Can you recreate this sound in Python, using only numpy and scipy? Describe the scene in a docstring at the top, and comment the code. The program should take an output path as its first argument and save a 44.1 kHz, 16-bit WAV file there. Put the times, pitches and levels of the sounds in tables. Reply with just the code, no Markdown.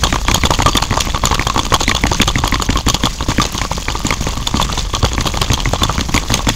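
"""Outdoors and close by, a small electric motor turns a toy mixer drum on a loose plastic frame.
The drum knocks in its bearings several times a second and bounces; each blow excites damped modes of
shell, bearings, shaft and frame, and loose parts chatter as random ticks. Shaped noise makes the whirr
of the gears, gliding sines make a bird's peeps, and a saturating input stage flattens the loudest knocks."""
import sys
import numpy as np
from scipy import signal
from scipy.io import wavfile
from scipy.ndimage import uniform_filter1d

SR = 44100
rng = np.random.default_rng(int(sys.argv[2]) if len(sys.argv) > 2 else 0)


def to_wav(s):
    """Save 16-bit WAV."""
    ch = np.atleast_2d(s).T  # columns
    pcm = np.round(np.clip(ch, -1, 1) * 32767)  # PCM
    wavfile.write(sys.argv[1], SR, pcm.astype(np.int16))


N = 288855

# Knocks of the drum on its shell between the drops. Each row: start in seconds, relative level in dB.
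SHELL_KNOCKS = [(0.035, 4.5), (0.343, 2), (0.66, 10), (0.824, 0), (0.974, 0), (1.145, -1.5), (1.468, -1),
                (1.649, -22), (1.808, -4), (1.949, -2.5), (2.116, 6), (2.277, -3), (2.598, -6.5),
                (2.944, -4), (3.454, -8.5), (3.714, -6), (3.78, -15), (3.952, -7.5), (4.418, -20),
                (4.615, -6.5), (4.699, -10), (4.774, -11), (4.937, -8), (5.117, -12.5), (5.256, -4.5),
                (5.415, -1.5), (5.575, -8), (5.734, 3), (5.894, 2), (6.092, -13), (6.391, -9.5)]
# The hardest clacks on the shaft. Each row: start in seconds, relative strength in dB,
# relative level of the bare click in dB.
SHAFT_CLACKS = [(0.037, 4.5, -37), (0.0715, -12, -39), (0.282, 3, -26), (0.298, -10, -26), (0.344, 11, -24),
                (0.451, 5, -28), (0.5058, 3, -26), (0.545, -7, -20), (0.621, -5, -28), (0.6613, 3.5, -20),
                (0.694, -19, -28), (0.769, 6, 3), (0.823, 3.5, -26), (0.851, -12, -21), (0.927, -16, -30),
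                (1.006, 4, -15), (1.017, -6, -21), (1.054, -23, -10), (1.146, -12, -28), (1.254, 6.5, -21),
                (1.345, 2, -9), (1.469, -5, -32), (1.5426, -33, -10), (1.578, -3, -30), (1.6517, -6, -32),
                (1.741, 7.5, -22), (1.8044, -3, -34), (1.832, -6, -27), (1.8935, 3, -26),
                (1.9487, -1.5, -28), (1.9634, -8, -25), (2.0668, -6, -29), (2.1162, -4, -32),
                (2.145, -4, -30), (2.2168, 8, -21), (2.277, 4.5, -24), (2.3842, -6, -22), (2.477, 0, -2),
                (2.515, -36, -11), (2.542, -5, -32), (2.621, -0.5, -35), (2.704, -5.5, -32),
                (2.726, -9, -30), (2.885, 4, -15), (2.9439, 2, -21), (3.055, 1, -29), (3.423, -4, -15),
                (3.452, -1.5, -32), (3.524, -45, -9), (3.578, -6, -47), (3.83, -23, -16),
                (3.9017, -10, -35), (4.0666, -3, -32), (4.286, -12, -32), (4.472, -5, -11), (4.57, -7, -32),
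                (4.6137, -2, -22), (4.626, -18, -8), (4.727, -4.5, -41), (4.777, -6.5, -36),
                (4.791, -1, -28), (4.949, 0.5, -31), (5.0493, 3, -29), (5.208, -4, -32), (5.268, -2, -9),
                (5.371, -10, -37), (5.416, 5.5, -19), (5.517, -6, -31), (5.533, -1.5, -28),
                (5.602, -5.5, -29), (5.7339, -1, -17), (5.8335, 0, -6), (6.0088, -3, -37),
                (6.1413, -4, -26), (6.1627, -3.5, -34), (6.177, -5, -34), (6.318, -6, -31),
                (6.34, 7.5, -35), (6.489, 8, -30)]
SPREAD_DB = 3.5  # standard deviation of the force that a blow gives to each mode


def amp(db):
    """Level law: decibels become an amplitude ratio."""
    return 10 ** (np.asarray(db) / 20)


def evened(x):
    """Normalisation to unit root mean square."""
    return x / np.sqrt(np.mean(x ** 2) + 1e-20)


def filtered(x, order, hz, kind="low"):
    """Butterworth filtering: a maximally flat passband with the given edge or edges in Hz."""
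    return signal.sosfilt(signal.butter(order, hz, kind, fs=SR, output="sos"), x)


def ring(x, hz, t60):
    """Damped resonance: a unit click rings one mode as a decaying sine that starts at height 1."""
    r, w = np.exp(-np.log(1000) / (t60 * SR)), 2 * np.pi * hz / SR
    return signal.lfilter([0, r * np.sin(w)], [1, -2 * r * np.cos(w), r * r], x)


def train(events, sizes, late_s=0):
    """Impulse excitation: a click of the given size at every event."""
    out = np.zeros(N)
    places = ((np.array(events)[:, 0] + late_s) * SR).astype(int)
    np.add.at(out, np.clip(places, 0, N - 1), sizes)
    return out


def fading(x, seconds):
    """Exponential relaxation: every click becomes a sudden step that dies away."""
    return signal.lfilter([1], [1, -np.exp(-1 / (seconds * SR))], x)


def shaking(events, before_s, after_s):
    """Backlash: slack is taken up shortly before a blow and the parts settle after it."""
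    clicks = train(events, amp(np.array(events)[:, 1]))
    return fading(clicks, after_s) + 1.7 * fading(clicks[::-1], before_s)[::-1]


def body(events, modes, gain_db, contact_s, chatter):
    """Modal excitation: three quick touches strike every mode with its own force, low, true or high."""
    detune = .05  # loose parts sit differently at each blow, so a mode may shift by this share
    force = rng.standard_normal((len(events), len(modes)))
    when = rng.random((len(events), len(modes), 4))  # three touch delays and the choice of seat
    out = np.zeros(N)
    for k, (hz, t60, db) in enumerate(modes):
        size = amp(np.array(events)[:, 1] + gain_db + SPREAD_DB * force[:, k])
        # ticks land on any spot
        ticks = chatter * rng.standard_normal(N) * amp(SPREAD_DB * rng.standard_normal(N))
        for seat in range(3):
            here = size * ((3 * when[:, k, 3]).astype(int) == seat)
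            touches = sum(train(events, here * 0.87 ** n, contact_s * (n + when[:, k, n]))
                          for n in range(3))
            ticks_here = ticks * (np.arange(N) % 3 == seat)
            seat_hz = hz * (1 + detune * (seat - 1))
            out += amp(db) * ring(touches + ticks_here, seat_hz, t60)
    return out


def load(column):
    """Slow modulation: one column of the load table as a gain over time."""
    # Load on the motor. Each row: time in seconds, whirr level in dB, rocking of the frame in dB.
    load_rows = np.array([(0, -25, -18), (.7, -30.5, -20.5), (1.5, -28.5, -22), (2.5, -30.5, -19),
                          (3.5, -25.5, -27.5), (4.5, -26.5, -20), (5.5, -28.5, -20.5), (6.55, -26, -20.5)])
    return amp(np.interp(np.arange(N) / SR, load_rows[:, 0], load_rows[:, column]))


def whirr(blows):
    """Shaped noise of gears and brushes: it flickers at random above the bass and swells round blows."""
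    # Gears heard through the body. Each row: frequency in Hz, relative spectral level in dB per Hz.
    spectrum = [(12, -31), (20, -8), (58, 16), (220, -21), (1110, -39), (1510, -27), (3420, -12),
                (6710, -9), (8170, -12.5), (14700, -34), (16500, -16)]
    frames, hz = N // 128 + 5, np.fft.rfftfreq(512, 1 / SR)
    a, b, patches = rng.standard_normal((frames, 257, 3)).T
    patches = evened(uniform_filter1d(uniform_filter1d(patches, 24, 0), 4, 1))
    f, db = np.transpose(spectrum)
    colour_db = np.interp(np.log(hz + 1), np.log(f), db)[:, None]
    bins = (a + 1j * b) * amp(colour_db + 2 * patches)
    noise = evened(signal.istft(bins, nperseg=512, noverlap=384)[1][:N])
    bass = filtered(noise, 2, 170)
    middle = filtered(noise, 2, [170, 2400], "band")
    upper = filtered(noise, 2, [2400, 7800], "band")
    top = filtered(noise, 2, 7800, "high")
    flicker = amp(3 * evened(fading(fading(rng.standard_normal(N), 0.003), 0.003)))
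    swell = np.minimum(shaking(blows, before_s=0.0052, after_s=0.03), .7)
    above = flicker * (1.98 * middle + upper + swell * (5 * middle + 0.67 * upper))
    treble = flicker ** 0.94 * (0.75 + 0.51 * swell) * top  # flickers slightly less
    return load(column=1) * (bass + above + treble)


def frame(weights):
    """Low-mode resonance: soft pushes make the frame boom, and rocking hums on its lowest mode."""
    # Modes of the frame. Each row: frequency in Hz, 60 dB decay time in seconds, relative level in dB.
    frame_modes = [(47.4, 0.48, -12.5), (125.7, 0.058, 1), (224, 0.039, 2), (269, 0.042, 3)]
    push_s = 0.00051  # rise of the weight coming down on the frame
    push_late_s = .002  # the weight follows the first touch
    force, out = rng.standard_normal((len(weights), len(frame_modes))), 0
    t = np.arange(800) / (push_s * SR)
    soft_push = 1.52 * t * np.exp(-t) / (push_s * SR)
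    for k, (hz, t60, db) in enumerate(frame_modes):
        push = train(weights, amp(weights[:, 1] + db + SPREAD_DB * force[:, k]), push_late_s)
        out = out + ring(signal.oaconvolve(push, soft_push)[:N], hz, t60)
    hum = ring(rng.standard_normal(N), frame_modes[0][0], 0.046)
    # the swing is limited, so it wavers little
    steady = hum / np.sqrt(abs(signal.hilbert(evened(hum))) + .5)
    return out + load(column=2) * evened(steady)


def loose_parts(blows, per_s, rest_db):
    """Random impacts: small ticks of loose parts, never quite still and strongest around a blow."""
    shake = np.minimum(shaking(blows, before_s=0.001, after_s=0.0064), .6)  # play is limited
    sizes = amp(5.65 * np.minimum(rng.exponential(1, N), 4))
    return (shake + amp(rest_db)) * sizes * (rng.random(N) < per_s / SR)


def crack(ticks):
    """Contact noise: bare clicks of plastic on metal, grit of loose parts and stray thin ticks."""
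    stray_db, strays_per_s = -34, 30  # lowest level before filtering, mean rate
    stray_sizes = amp(stray_db + 3.0 * np.minimum(rng.exponential(1, N), 3))
    stray = stray_sizes * (rng.random(N) < strays_per_s / SR)
    bare_clicks = np.array(SHAFT_CLACKS)[:, [0, 2]]
    clicks = amp(-6.5) * shaking(bare_clicks, before_s=0.000085, after_s=0.00078)
    edge = clicks + fading(stray + amp(-47) * ticks, 0.0021)
    return filtered(edge * rng.standard_normal(N), 2, 6500, "high")


def lift():
    """Air displacement: the drum lifts off the frame with one soft pull that ends as the knock begins."""
    lift_s, lift_db = 0.0053, -15  # length, level against the knock
    pull = -np.hanning(round(lift_s * SR))
    starts = train(SHELL_KNOCKS, amp(np.array(SHELL_KNOCKS)[:, 1] + lift_db), -lift_s)
    return signal.oaconvolve(starts, pull)[:N]


def bounced():
    """Repeated impact: drops and their uneven bounces as (s, dB) on shell, bearings, frame and shaft."""
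    # The drum drops in its bearings. Each row: start in seconds, then relative levels in dB of
    # the knock on the shell, the woody tap on the bearings and the weight on the frame.
    knock_rows = [(0.126, -4, -10.5, -10.5), (0.283, 1.5, 1.5, -9.5), (0.435, -1, -11, -11),
                  (0.505, 8.5, -7.5, -19.5), (0.589, -6.5, -14, -7.5), (0.752, -4.5, -9, -15.5),
                  (0.908, -8.5, -15.5, -8.5), (1.07, -12, -20.5, -15.5), (1.237, 0.5, -9, -11),
                  (1.311, 7, -17, -23), (1.394, -9.5, -8, -15.5), (1.561, 0, -19, -7), (1.721, 5, -12, -8),
                  (1.879, -9.5, -3, -9.5), (2.037, -5.5, -7.5, -7.5), (2.2, -13, -6.5, -4),
                  (2.356, -10.5, -12.5, -10), (2.438, 2, -28, -16), (2.523, -4.5, -13.5, -9),
                  (2.69, -11, -17, -6), (2.756, -2, -17, -16), (2.866, -3, -14, -9.5),
                  (3.035, -6.5, -9.5, -8), (3.207, -5.5, -28, -18), (3.285, -3.5, -24, -10),
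                  (3.382, -6, -13.5, -4), (3.547, -12.5, -21.5, -17), (3.615, -7.5, -17, -17.5),
                  (3.883, -10, -14, -15), (4.048, -8.5, -19, -13), (4.106, 0.5, -3.5, -19),
                  (4.208, -11, -22, -16), (4.268, -6.5, -12, -18.5), (4.371, -13, -24.5, -20),
                  (4.541, -9, -17.5, -13), (4.598, 0.5, -15, -40), (5.03, -6, -21.5, -4.5),
                  (5.18, -8.5, -13, -15), (5.339, -9, -19, -20), (5.501, -7.5, -13.5, -9),
                  (5.656, -8.5, -9.5, -13), (5.818, -4.5, -19, -11), (5.98, -16, -8, -10.5),
                  (6.142, -3.5, -6.5, -6), (6.302, -8, -8.5, -12.5), (6.469, -7.5, -10, -6)]
    # Bounces of each drop. Each row: delay after the drop in seconds, then levels in dB against
    # the drop for shell, tap, weight and shaft.
    bounce_rows = [(.016, -4, -16.5, -11, -22), (.032, -9, -11.5, -13, -11)]
    light_tap_db, light_weight_db = -28.5, -25  # what a shell knock passes to bearings and frame
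    jitter_s, bounce_spread_db = 0.0022, 4.5  # standard deviations
    heavy_db, heavy_share = -12.5, 0.85  # drops above this weight bounce harder, those below it softer
    shaft_to_shell_db = -13  # a clack on the shaft also rings the shell
    light = [(s, db, light_tap_db, light_weight_db) for s, db in SHELL_KNOCKS]
    # a fifth column: the shaft level, from which the bounces start, equals the shell level
    drops = np.vstack([knock_rows, light])[:, [0, 1, 2, 3, 1]]
    luck = rng.standard_normal((len(drops), len(bounce_rows), 5))
    luck = luck * ([jitter_s] + 4 * [bounce_spread_db])
    extra = heavy_share * (drops[:, 3] - heavy_db)[:, None, None] * [0, 1, 1, 0, 1]
    after = (drops[:, None] + bounce_rows + extra + luck).reshape(-1, 5)
    both = np.vstack([drops, after])
    hard_clacks = np.array(SHAFT_CLACKS)[:, :2]
    knocks = np.vstack([both[:, [0, 1]], hard_clacks + [0, shaft_to_shell_db]])
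    clacks = np.vstack([hard_clacks, after[:, [0, 4]]])
    return knocks, both[:, [0, 2]], both[:, [0, 3]], clacks


def drum(knocks, taps, ticks):
    """Damped contact: shell and bearings are soft plastic that dulls the treble of each touch."""
    # Modes of shell and of bearings. Each row: frequency in Hz before the shift of the seat,
    # 60 dB decay time in seconds, relative level in dB.
    shell_modes = [(325, 0.018, -7), (543, 0.014, -7), (936, 0.0097, 0), (1126, 0.039, -7.5),
                   (1196, 0.0061, -2)]
    bearing_modes = [(1960, 0.0094, 0.18), (2244, 0.0095, 0.84)]
    shell = body(knocks, shell_modes, -4.5, 0.001006, amp(-26) * ticks)
    bearings = body(taps, bearing_modes, 3.28, .0006, amp(-55) * ticks)
    return filtered(shell, 2, 2400) + filtered(bearings, 2, 3000)


def shaft(clacks, ticks):
    """Modal ringing of metal rods and screws, softened because contacts are not infinitely sharp."""
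    # Modes of the shaft. Each row: frequency in Hz before the shift of the seat,
    # 60 dB decay time in seconds, relative level in dB.
    shaft_modes = [(2864, 0.0092, -4), (3400, 0.014, -1), (4130, 0.0046, 0.5), (4610, 0.008, -2.5),
                   (5920, 0.0038, -3.5), (6645, 0.0068, 2.5)]
    rods = body(clacks, shaft_modes, -10.0, 0.001, amp(-29.5) * ticks)
    return filtered(rods, 2, 8000)


def snap(taps, clacks):
    """Impact transient: a blow begins as a broad snap of noise, before any mode stands out."""
    hits = train(taps, amp(taps[:, 1] - 7.5)) + train(clacks, amp(clacks[:, 1] - 17.5))
    burst = fading(hits, 0.0004)
    return filtered(burst * rng.standard_normal(N), 1, [400, 6000], "band")


def rod():
    """Single-mode resonance: blows on the free end of a rod give a clear short ping."""
    # Blows on the rod. Each row: start in seconds, level in dB.
    pings = [(0.0492, -6), (0.4544, -1), (0.7746, 3.5), (1.9659, -2), (2.215, 2), (2.2907, -4),
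             (3.0565, -5), (4.471, -1.5), (4.6279, -4), (5.8351, 4)]
    return ring(train(pings, amp(np.array(pings)[:, 1])), hz=3487, t60=0.019)


def bird():
    """Frequency modulation: short gliding whistles, slightly unsteady in pitch and level."""
    # Peeps. Each row: start in seconds, length in seconds, start and end frequency in Hz, level in dB.
    peeps = [(.075, .048, 3700, 3900, -30), (.395, .04, 4600, 3950, -29), (.71, .042, 4620, 4620, -26),
             (1.84, .065, 3500, 4600, -29), (5.785, .035, 4000, 4000, -30)]
    out = np.zeros(N)
    for s, length, hz0, hz1, db in peeps:
        hz = np.linspace(hz0, hz1, round(length * SR))
        hz = hz * (1 + .008 * evened(uniform_filter1d(rng.standard_normal(len(hz)), 150)))
        waver_db = 1.5 * evened(uniform_filter1d(rng.standard_normal(len(hz)), 150))
        envelope = amp(db + waver_db) * np.hanning(len(hz)) ** 0.12
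        at = round(s * SR)
        out[at:at + len(hz)] += envelope * np.sin(2 * np.pi * np.cumsum(hz) / SR)
    return out


def scene():
    """Superposition: the same blows drive all struck parts, and the sources add up."""
    knocks, taps, weights, clacks = bounced()
    blows = np.vstack([knocks, clacks])
    ticks = loose_parts(blows, per_s=600, rest_db=-16)
    more = loose_parts(blows, per_s=600, rest_db=-16)
    machine = whirr(blows) + frame(weights) + crack(more) + lift()
    struck = drum(knocks, taps, ticks) + shaft(clacks, ticks + more) + snap(taps, clacks) + rod()
    return (machine + struck + bird())[None]


def record(dry):
    """Saturation: the input flattens loud knocks; a coupling capacitor and the band limit follow."""
    ceiling, edge_hz = .73, 15650  # level that clipping approaches, band limit
    clipped = dry / (1 + abs(dry / ceiling) ** 5) ** (1 / 5)
    coupled = filtered(clipped, 1, 14, "high")
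    band_limit = signal.firwin(255, edge_hz, window=("kaiser", 9), fs=SR)
    return signal.oaconvolve(coupled, band_limit[None], "same")


dry = scene()
out = record(dry)
to_wav(out)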